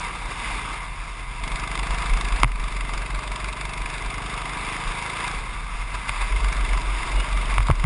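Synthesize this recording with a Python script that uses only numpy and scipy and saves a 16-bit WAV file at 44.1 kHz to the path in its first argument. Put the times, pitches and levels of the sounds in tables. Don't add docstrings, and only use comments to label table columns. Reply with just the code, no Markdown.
import sys
import numpy as np
from scipy import signal
from scipy.fft import rfft, irfft
from scipy.io import wavfile
from scipy.ndimage import uniform_filter1d

SR = 44100
rng = np.random.default_rng(int(sys.argv[2]) if len(sys.argv) > 2 else 0)


def volts_from_db(level):
    exponent = np.asarray(level, float) / 20
    return 10 ** exponent


def pcm_store(signal):
    levels = np.round(np.clip(np.atleast_2d(signal), -1, 1) * 32767)
    wavfile.write(sys.argv[1], SR, levels.astype(np.int16).T)


N = 346185
T = np.arange(N) / SR


def level(x, db):
    return x * volts_from_db(db) / np.sqrt(np.mean(x ** 2))


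def columns(table):
    s, *cols = np.transpose(table)
    return [np.interp(T, s, c) for c in cols]


def mode(x, hz, width):
    return signal.lfilter(*signal.iirpeak(hz, hz / width, SR), x)


def walk(rate):
    k = int(SR / rate / 8)
    held = np.repeat(rng.standard_normal(N // (8 * k) + 1), k)
    slewed = uniform_filter1d(uniform_filter1d(held, k), k)
    return np.repeat(1.3 * slewed, 8)[:N]


def swell(s, rise, fall):
    t = T[::64] - s
    return np.repeat(np.exp(-(t / np.where(t < 0, rise, fall)) ** 2), 64)[:N]


# [pitch_hz, level_db per Hz]
ROAR = [(55, -9), (91, -5.5), (145, -9.5), (209, -14.5), (479, -15.5), (738, -23.5), (900, -17)]


def road(hum_db, clatter_db, throttle_db):
    hz, db = np.transpose(ROAR)
    bass_db = hum_db - 11 - 1.1 * np.clip(throttle_db + 8, -6, 0)
    out = 0
    for f in 60 * 2 ** (np.arange(8) / 2):
        noise = mode(mode(rng.standard_normal(N), f, f / 2), f, f / 2)
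        band = level(noise, np.interp(np.log(f), np.log(hz), db) + 10 * np.log10(f / 100))
        follow_db = bass_db + 4.0 if f < 200 else clatter_db - 12
        out = out + band * volts_from_db(1.6 * walk(8.3) + follow_db)
    return out


# [start_s, end_s]
CHIRP_SPAN = (7.145, 7.235)


def squeak():
    pitch_hz, level_db = 2870, -33.5
    start_s, end_s = CHIRP_SPAN
    envelope = np.sin(np.pi * np.clip((T - start_s) / (end_s - start_s), 0, 1) ** 1.2)
    flutter_db = 2.0 * walk(90)
    tone = np.sin(2 * np.pi * np.cumsum(pitch_hz * (1 + 0.0063 * walk(61))) / SR)
    return volts_from_db(level_db + flutter_db) * envelope * tone


# [start_s, level_db of sway, pitch_hz of sway]
CORNER_SWAY = [(0, -36.5, 35.2), (.4, -35.5, 41.65), (1.2, -33.5, 40.6), (1.9, -29, 41.5),
               (2.6, -24, 39.72), (2.85, -31, 39.56), (3.5, -33.5, 42.44), (4.3, -34, 40.1),
               (5.15, -40.5, 35.7), (5.7, -31, 42.18), (6.1, -29.5, 41.16), (6.5, -22.5, 41.6),
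               (6.95, -24.5, 42.42), (7.85, -26.5, 42.4)]
# [peak_s, level_db at peak]
ROAD_BUMPS = [(0.25, -27.5), (0.53, -28.0), (1.45, -32), (1.55, -28.5), (1.8, -28), (1.93, -22.5),
              (2.14, -17), (2.35, -19.5), (2.46, -15.5), (2.95, -24.0), (3.16, -25.5), (3.83, -28.5),
              (4.07, -28), (4.89, -26), (5.38, -27.5), (5.64, -30), (5.81, -30), (5.9, -35), (6.28, -25),
              (6.38, -22), (6.71, -20.5), (6.85, -36), (7.18, -17), (7.35, -19.0), (7.5, -22),
              (7.61, -17.0), (7.73, -20), (7.81, -20.0)]


def mount(cycles, throttle_db):
    rise_s, fall_s = 0.032, 0.025
    shake_db, sway_hz = columns(CORNER_SWAY)
    bump_power = sum(volts_from_db(2 * db) * swell(s, rise_s, fall_s) for s, db in ROAD_BUMPS)
    swing = np.sqrt(volts_from_db(2 * shake_db + 2.5 * walk(7)) + bump_power)
    sway = np.sin(2 * np.pi * np.cumsum(sway_hz * (1 + 0.0401 * walk(10))) / SR)
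    lurch = mode(mode(rng.standard_normal(N), 28.2, 9.5), 28.2, 9.5)
    lurch = lurch + 0.42 * mode(rng.standard_normal(N), 16.3, 9.3)
    crank_db = -3 + shake_db + 0.24 * throttle_db + 2.5 * walk(6)
    crank = np.sqrt(2) * volts_from_db(crank_db) * np.sin(4 * np.pi * cycles + 0.6 * walk(10.0))
    return swing * (level(sway, -1.0) + level(lurch, -9.5)) + crank


# [pitch_hz, width_hz, level_db]
CASE_MODES = [(730, 222, -8), (969.5, 92, 4.5), (1180, 168, 3), (1690, 270, -4), (2065, 118, 4),
              (2298, 323, -0.5), (2682, 279, -3), (3588, 392, -8.5), (4860, 300, -12.5), (5550, 680, -20)]


def case(x, bright_db, scatter_db=None):
    out = 0
    for k, (hz, width, db) in enumerate(CASE_MODES):
        favour_db = 0 if scatter_db is None else scatter_db[k]
        drive_db = db + bright_db * np.log2(hz / 1000) + favour_db
        out = out + (-1) ** k * mode(x * volts_from_db(drive_db), hz, width)
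    return out


# [start_s, level_db at peak, middle_db of middle modes, upper_db of upper modes]
SLAPS = [(1.776, -19, 4, 10), (2.4324, 2.5, -0.5, -4), (2.4437, -7.5, 4, -8), (6.093, -9, 3.5, 2),
         (7.581, -5.5, 0, -9), (7.604, -15.5, 3, -8), (7.685, -14, -8, -6), (7.702, -8, -11, -19),
         (7.711, -13.5, 6, -4), (7.808, -28, 8, -6), (7.841, -13.5, -1, -2)]
# [start_s, level_db at peak, pitch_hz, decay_s]
JOLTS = [
    (2.432, -22, 265, 0.0031),
    (2.437, -18, 123, 0.0093),
    (5.93, -35.5, 111, 0.012),
    (6.09, -31.5, 123, 0.0079),
    (7.582, -20, 104.4, 0.0099),
    (7.693, -9.5, 130.5, 0.0065),
    (7.699, -11, 473, 0.00083),
    (7.703, -9, 82, 0.0058),
    (7.84, -9, 119, 0.016),
]


def knocks():
    out = np.zeros(N + SR)
    t = T[:SR // 8]
    hz = np.transpose(CASE_MODES)[0]
    for s, peak_db, middle_db, upper_db in SLAPS:
        slap = np.exp(-t / .0001) + 0.023 * np.exp(-t / 0.0005) * rng.standard_normal(len(t))
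        colour_db = np.where(hz > 3000, upper_db, np.where(hz > 1500, middle_db, 0))
        colour_db = colour_db - 7 * (abs(hz - 1700) < 200)
        ring = case(slap, 0, colour_db) * np.exp(-(t / .004) ** 2)
        out[int(s * SR):][:len(t)] += volts_from_db(peak_db) * ring / np.abs(ring).max()
    for s, peak_db, thud_hz, decay in JOLTS:
        envelope = np.e * t / decay * np.exp(-t / decay)
        out[int(s * SR):][:len(t)] -= volts_from_db(peak_db) * envelope * np.sin(2 * np.pi * thud_hz * t)
    return out[:N]


def duck():
    threshold_db, share, attack_s, release_s = -15, 0.47, .012, 0.16
    gain_db = 0
    for s, peak_db, *_ in SLAPS:
        late = np.maximum(T - s, 0)
        dip = np.minimum(late / attack_s, 1) ** 2 * np.exp(-late / release_s)
        gain_db = gain_db - share * max(peak_db - threshold_db, 0) * dip
    return gain_db


# [multiple of the firing rate, level_db]
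ENGINE_ORDERS = [(3, -8), (4, -2), (5, -2), (6, 0), (7, -8), (8, -9), (9, -10), (10, -16), (11, -10),
                 (12, -9), (13, -18), (14, -17), (15, -11), (16, -11), (17, -12), (18, -11), (19, -19),
                 (25, -13), (26, -7), (27, -9), (28, -10), (29, -10), (30, -11), (31, -16)]


def exhaust(cycles, throttle_db):
    turn = cycles - .4 + .002 * walk(10)
    mesh = 1.1 * walk(30)
    tones = 0
    for k, db in ENGINE_ORDERS:
        phase = 2 * np.pi * k * turn + .08 * k ** 2
        phase = phase + (k > 20) * mesh * (1 + k % 2)
        tones = tones + volts_from_db(db + 2.0 * walk(5)) * np.cos(phase)
    return level(tones, -0.75) * volts_from_db(.6 * np.clip(throttle_db + 8, -12, 0))


def clatter(cycles, throttle_db):
    phase, count = cycles % 1 - .3, cycles.astype(int)
    grit = volts_from_db(1.78 * rng.exponential(size=N)) * rng.standard_normal(N)
    flicker_db = [.7 * walk(25) for _ in CASE_MODES]
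    steady = case(level(grit, 0) * volts_from_db(1.0 * walk(12) + 0.75 * walk(60)), -0.49, flicker_db)
    gate = np.exp(-np.where(phase < 0, (phase / .08) ** 2, phase / .125))
    colour_db = 1.8 * rng.standard_normal((count[-1] + 1, len(CASE_MODES)))[count].T
    burst = case(gate * volts_from_db(1.5 * walk(500)) * rng.standard_normal(N), 1.74, colour_db)
    mix = level(steady, 0) + volts_from_db(throttle_db) * level(burst, 0)
    return mix / np.sqrt(1 + volts_from_db(2 * throttle_db))


# [start_s, pitch_hz of firing]
ENGINE_SPEED = [(0, 28.86), (.5, 27.62), (1.01, 25.24), (1.48, 25.01), (2, 26.44), (2.34, 26.54),
                (2.63, 23.93), (3.12, 23.41), (3.4, 23.71), (3.99, 24.65), (4.3, 25.56), (4.64, 25.97),
                (5.3, 28.18), (5.99, 24.61), (6.57, 24.45), (6.96, 23.21), (7.54, 23.66), (7.85, 23.37)]
# [start_s, level_db of firing burst over steady clatter]
THROTTLE_PEDAL = [(0, -11.5), (1.38, -19.5), (1.43, -0.5), (2.0, -1), (2.4, -4.5), (2.8, -3.5), (3.6, -2),
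                  (3.9, -5), (4.6, -7), (5.33, -6), (5.4, -14.5), (6.27, -16), (6.32, -2), (6.8, -4),
                  (6.92, -19), (7.05, -8.5), (7.5, -7.5), (7.85, -2.5)]
# [start_s, level_db of clatter]
WORK = [(0, -32.5), (.55, -30.5), (.78, -33), (1, -37), (1.41, -36.5), (1.45, -32.5), (1.85, -30.5),
        (2.42, -30), (2.9, -32.5), (3.7, -33.5), (4.4, -31), (5.32, -30), (5.4, -32.5), (5.75, -36.5),
        (6.28, -32), (6.4, -30.5), (7.45, -30), (7.85, -31.5)]
# [peak_s, level_db of rise]
TYRE_SCUFFS = [
    (.31, 4),
    (1.2, 4.5),
    (1.79, 1.5),
    (2.94, 3.5),
    (5.949, 7),
    (6.09, 4),
    (6.22, 6),
    (7.2, 2.5),
]


def scene():
    cycles = .93 + np.cumsum(columns(ENGINE_SPEED)[0]) / SR
    throttle_db, effort_db = columns(THROTTLE_PEDAL)[0], columns(WORK)[0]
    duck_db, scuff_s = duck(), 0.012
    scuff_db = sum(db * swell(s, scuff_s, scuff_s) for s, db in TYRE_SCUFFS)
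    clatter_db = effort_db + duck_db + scuff_db
    hum_db = -39 + .45 * (effort_db + 32) + .45 * np.clip(throttle_db + 8, -8, 0) + duck_db
    background = road(hum_db, clatter_db, throttle_db) + squeak()
    handling = mount(cycles, throttle_db) + knocks()
    engine = volts_from_db(hum_db) * exhaust(cycles, throttle_db) + volts_from_db(clatter_db) * clatter(cycles, throttle_db)
    return (background + handling + engine)[None]


def roll_off(x):
    return signal.sosfilt(signal.butter(12, 10960, fs=SR, output="sos"), x)


# [from_hz, to_hz, share of frames kept 0-1, level_db]
FLICKER_BANDS = [(10200, 10480, .75, -2), (10480, 10900, .17, -7)]


def record(dry):
    hold_hz = 12000
    hz = np.arange(N // 2 + 1) * SR / N
    spectrum = rfft(0.9 * np.tanh(dry / 0.94)) / (1 + (hz / 5850) ** 60)
    faded = irfft(spectrum * hz / np.maximum(hold_hz - hz, 1), N)
    image = rfft(faded * 2 * np.cos(2 * np.pi * hold_hz * T))
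    out = irfft(spectrum + volts_from_db(-.2) * image * (hz < 10200), N)
    for lo, hi, share, db in FLICKER_BANDS:
        frames = np.repeat(rng.random(N // 1024 + 1) < share, 1024)[:N]
        kept = uniform_filter1d(frames * 1., 400)
        out = out + volts_from_db(db) * kept * irfft(image * (hz >= lo) * (hz < hi), N)
    return roll_off(out)


dry = scene()
out = record(dry)
pcm_store(out)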